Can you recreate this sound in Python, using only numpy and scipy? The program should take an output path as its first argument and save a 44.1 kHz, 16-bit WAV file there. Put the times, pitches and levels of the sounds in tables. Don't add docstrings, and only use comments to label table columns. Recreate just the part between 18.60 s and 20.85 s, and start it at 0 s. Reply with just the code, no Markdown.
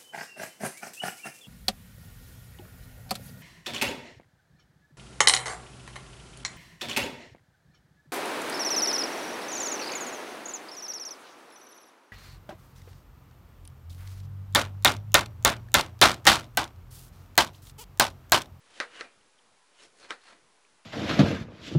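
import sys
import numpy as np
from scipy import signal
from scipy.fft import rfft, irfft, next_fast_len
from scipy.io import wavfile
from scipy.ndimage import uniform_filter1d

SR = 44100
rng = np.random.default_rng(int(sys.argv[2]) if len(sys.argv) > 2 else 0)


def linear_from_db(decibels):
    return 10 ** (np.asarray(decibels, float) / 20)


def waveform_to_disk(signal):
    frames = np.transpose(np.atleast_2d(signal))
    scaled = np.clip(frames, -1, 1) * 32767
    samples = np.round(scaled).astype(np.int16)
    wavfile.write(sys.argv[1], SR, samples)


N = 99225


def unit(x):
    return x / np.sqrt(np.mean(x ** 2) + 1e-20)


def along(points, hz):
    point_hz, value = np.transpose(points)
    return np.interp(np.log(hz + 1), np.log(point_hz + 1), value)


def filtered(x, response):
    m = next_fast_len(len(x) + SR // 2)
    return irfft(rfft(x, m) * response(np.fft.rfftfreq(m, 1 / SR)), m)[:len(x)]


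def peak(hz, width_hz):
    return lambda f: 1j * f * width_hz / (hz * hz - f * f + 1j * f * width_hz)


# [dB per Hz, relative]
HISS_SPECTRUM = [(12, -44), (20, -2), (32, -22.5), (288, -6), (329, -9.5), (406, -4.5), (689, -7.5),
                 (971, -4.5), (1370, -7), (2650, -11), (11000, -16.5), (14300, -11.5), (22000, -120)]
HISS_DB = -64.5


def hiss():
    hz, _, cells = signal.stft(rng.standard_normal(N), SR, nperseg=512)
    across_hz = uniform_filter1d(rng.standard_normal(cells.shape), 5, 0)
    field = unit(uniform_filter1d(across_hz, 12, 1))
    depth_db = along([(100, 3.5), (800, 1.54), (4000, 0.2)], hz)[:, None]
    patchy = signal.istft(cells * linear_from_db(depth_db * field), nperseg=512)[1][:N]
    return linear_from_db(HISS_DB) * unit(filtered(patchy, lambda f: linear_from_db(along(HISS_SPECTRUM, f))))


# freq_hz [Hz], t60_s [s]
KITCHEN_DECAY = [(150, 0.14), (500, 0.26), (1500, 0.12), (3000, 0.18), (6000, 0.13), (11000, 0.28)]
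WALL_S = .0033


def kitchen(x, tone_db=lambda hz: 0 * hz):
    hz, t, cells = signal.stft(rng.standard_normal(SR // 2), SR, nperseg=128)
    decay_db = -60 * t / along(KITCHEN_DECAY, hz)[:, None]
    tail = signal.istft(cells * linear_from_db(tone_db(hz)[:, None] + decay_db), SR, nperseg=128)[1]
    delayed = np.pad(x, (round(WALL_S * SR), 0))
    return signal.fftconvolve(delayed, tail / np.linalg.norm(tail))[:len(x)]


# press_s (most pressure) [s], level_db [dB before the common trim],
# rise_db_per_s [dB/s], fall_db_per_s [dB/s]
BLADE_STROKES = [(.192, -49, 120, 900), (0.352, -51, 274, 101), (0.404, -49.5, 146, 900),
                 (0.453, -52.5, 302, 280), (1.207, -57, 198, 216), (1.236, -51.5, 300, 372),
                 (1.411, -57.5, 199, 197), (1.448, -50, 260, 505), (1.502, -50, 1002, 1497),
                 (1.685, -51.5, 178, 242), (1.723, -53.5, 252, 275), (1.749, -68, 500, 500)]
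# sing_hz (the blade sings) [Hz], sing_db [dB], board_db [dB],
# table_db (rumble) [dB], tilt_db (treble) [dB per octave]
STROKE_COLOUR = [(3100, -9, -10, -8.5, 2.5), (2850, -9.5, -16, -9.5, 0.5), (2920, 1.5, 5.5, -4.5, 2.5),
                 (2430, -3, -6.5, -10.5, -4), (2960, -4, -21, -10.5, 2.2), (5420, -9.5, -39, -5.5, 4.5),
                 (4560, -24, -19, -5, 6.5), (4280, -7.5, -6, -6.5, .1), (5200, -9, 7, 2, 1.5),
                 (4310, -9, -7.5, -34, 1.2), (2970, -21, -9, -19, -3.5), (298, 6, -25, -7, -14)]
# [dB per Hz, relative]
SCRAPE_SPECTRUM = [(120, -69.5), (200, -10), (447, -3.5), (658, 0.5), (1570, 2), (4090, -4), (11000, -19.5),
                   (14300, -47.5), (22000, -120)]
SING_WIDTH_HZ = 350
BOARD_HZ, BOARD_WIDTH_HZ = 1550, 1200
TABLE_HZ, TABLE_WIDTH_HZ = 430, 400
SHAKE_DB, SHAKE_HZ, SHAKE_WIDTH_HZ = -25, 85, 86
BOARD_LAG_S, TABLE_LAG_S = 0.0068, 0.0084
ROUND_S = 0.004
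GRAINS_PER_S, GRAIN_SPREAD_DB = 9000, 1.5
CLUMP_S, CLUMP_DB = .005, 1.5
SCRAPE_TRIM_DB, SCRAPE_WET_DB = -3.5, -10.5


def scrapes():
    out, t = np.zeros(N), np.arange(N) / SR

    def slips():
        hits = rng.random(N) < GRAINS_PER_S / SR
        return hits * rng.standard_normal(N) * linear_from_db(GRAIN_SPREAD_DB * rng.exponential(size=N))

    def ringing(db, hz, width_hz):
        return linear_from_db(db) * unit(filtered(slips(), lambda f: peak(hz, width_hz)(f) ** 2))

    clump_noise = uniform_filter1d(rng.standard_normal(N), size=round(CLUMP_S * SR))
    clumps = linear_from_db(CLUMP_DB * unit(clump_noise))
    for stroke, colour in zip(BLADE_STROKES, STROKE_COLOUR):
        press_s, level_db, rise, fall = stroke
        sing_hz, sing_db, board_db, table_db, tilt_db = colour

        def press(lag_s):
            since = t - press_s - lag_s
            slope = np.where(t < press_s + lag_s, rise, fall)
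            return clumps * linear_from_db(level_db - slope * (np.hypot(since, ROUND_S) - ROUND_S))

        air = unit(filtered(slips(), lambda f: linear_from_db(
            along(SCRAPE_SPECTRUM, f) + tilt_db * np.log2((f + 50) / 2000))))
        table = ringing(table_db, TABLE_HZ, TABLE_WIDTH_HZ)
        table = table + ringing(SHAKE_DB, SHAKE_HZ, SHAKE_WIDTH_HZ)
        blade = ringing(sing_db, sing_hz, SING_WIDTH_HZ)
        board = ringing(board_db, BOARD_HZ, BOARD_WIDTH_HZ)
        stroke_sound = press(0) * (air + blade) + press(BOARD_LAG_S) * board + press(TABLE_LAG_S) * table
        out += linear_from_db(SCRAPE_TRIM_DB) * stroke_sound
    return out + linear_from_db(SCRAPE_WET_DB) * kitchen(out)


FLUTTER_S = .006


def ring(modes, t, scatter_db, rough=0, turn=0):
    out = 0
    for hz, db, t60 in modes:
        noise = uniform_filter1d(rng.standard_normal(len(t)), size=round(FLUTTER_S * SR))
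        flutter = 1 + rough * unit(noise)
        level = linear_from_db(db + scatter_db * rng.standard_normal() - 60 * t / t60)
        out = out + level * flutter * np.sin(2 * np.pi * (hz * t + turn * rng.random()))
    return out


RAP_STARTS = [.2013, .4091, 1.5063]
# click_db (click peak before the bass cut) [dB], pitch (click and room colour) [ratio],
# tilt_db (ringing above the thud) [dB per octave], thud_db [dB], wet_db (board and room) [dB]
EDGE_RAPS = [(-14, 1.06, -1.4, 5.5, -1), (-23.5, 1.108, 0, 5, -2.5), (-20.5, 0.994, -0.1, 5.5, -1.5)]
# freq_hz [Hz, before the pitch ratio], level_db [dB, relative], t60_s [s]
CLICK_MODES = [(1500, 0, .009), (2200, -4, .007), (3000, -4, .007), (3800, -3, .007), (4700, -8, .006),
               (5600, -9, .006), (7000, -16, .004), (8500, -16, .004), (10200, -19, .004)]
# freq_hz [Hz], level_db [dB, before tilt and thud], t60_s [s]
BOARD_MODES = [(346, 8, 0.034), (484.6, -9.5, 0.27), (586, -6.5, 0.15), (1058, -18.5, 0.25),
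               (1275, 12.5, 0.073), (1345, -12.5, 0.37), (1584, 6, 0.11), (1830, -10, 0.077),
               (1903, 0, 0.2), (2030, 9, 0.05), (2260, -19, 0.06), (2364, -18.5, 0.22), (2580, -6.5, 0.057),
               (4104, -20.5, 0.036)]
# freq_hz [Hz], level_db [dB, before thud_db], t60_s [s]
THUD_MODES = [(356, -33.5, 0.033), (463, -17, 0.032), (900, -27, 0.014)]
# [dB, before tilt and thud]
RAP_ROOM_COLOUR = [(150, -15), (300, -5), (480, 0), (750, -6), (1500, 16.5), (2100, 3), (2800, -6.5),
                   (3800, -0.5), (5500, -8.5), (7500, -15.5), (11000, -25)]
CONTACT_S = .0003
REBOUND_S, REBOUND_DB = .0007, -2.5
BOARD_DB, BOARD_SWELL_S, THUD_TOP_HZ = -25, 0.0021, 700
BOARD_ROUGH = .7
KITCHEN_DB, ROOM_SWELL_S = 12.5, 0.0023
BASS_CUT_HZ = 250


def raps():
    out, t = np.zeros(N + SR), np.arange(SR // 2) / SR
    impulse = 1. * (t == 0)
    for start_s, (click_db, pitch, tilt_db, thud_db, wet_db) in zip(RAP_STARTS, EDGE_RAPS):

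        def lean_db(hz):
            return np.where(hz < THUD_TOP_HZ, thud_db, tilt_db * np.log2((hz + 1) / 2000))

        def touch():
            modes = [(hz * pitch, db, t60) for hz, db, t60 in CLICK_MODES]
            return ring(modes, t, scatter_db=1, turn=1) * (1 - np.exp(-(t / CONTACT_S) ** 2))

        first = touch()
        rebound = np.pad(touch(), (round(REBOUND_S * SR), 0))[:len(t)]
        click = first + linear_from_db(REBOUND_DB) * rebound

        struck = [(hz, db + lean_db(hz), t60) for hz, db, t60 in BOARD_MODES]
        board = linear_from_db(BOARD_DB) * ring(struck, t, scatter_db=1, rough=BOARD_ROUGH)
        board = board * (1 - np.exp(-t / BOARD_SWELL_S))

        echoes = kitchen(impulse, lambda hz: along(RAP_ROOM_COLOUR, hz / pitch) + lean_db(hz))
        room = linear_from_db(KITCHEN_DB) * echoes * (1 - np.exp(-t / ROOM_SWELL_S))

        thud = linear_from_db(thud_db) * ring(THUD_MODES, t, scatter_db=4)
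        rap = click / np.abs(click).max() + thud + linear_from_db(wet_db) * (board + room)
        out[round(start_s * SR):][:len(t)] -= linear_from_db(click_db) * rap
    return filtered(out[:N], lambda f: (1j * f / (BASS_CUT_HZ + 1j * f)) ** 2)


# start_s [s], level_db (rms level the decay starts from) [dB], pitch_hz [Hz]
WET_TICKS = [(0.611, -60, 2820), (.781, -59, 3100), (0.788, -54, 3060), (1.49, -75, 4270),
             (1.621, -67, 3930), (2.049, -58, 2580)]
TICK_T60_S = 0.023


def ticks():
    out, t = np.zeros(N + SR), np.arange(SR // 10) / SR
    for start_s, level_db, pitch_hz in WET_TICKS:
        pop = unit(filtered(rng.standard_normal(len(t)), peak(pitch_hz, width_hz=230)))
        out[round(start_s * SR):][:len(t)] += linear_from_db(level_db - 60 * t / TICK_T60_S) * pop
    return out[:N]


def scene():
    return (raps() + ticks() + scrapes() + hiss())[None]


def roll_off(x):
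    return signal.sosfilt(signal.butter(12, 11180, fs=SR, output="sos"), x)


TOP_HZ, OFFSET = 11150, -.0003


def record(dry):
    limited = filtered(dry[0], lambda f: np.clip((TOP_HZ - f) / 300, 0, 1))
    mix = limited + OFFSET
    return roll_off(mix[None])


dry = scene()
out = record(dry)
waveform_to_disk(out)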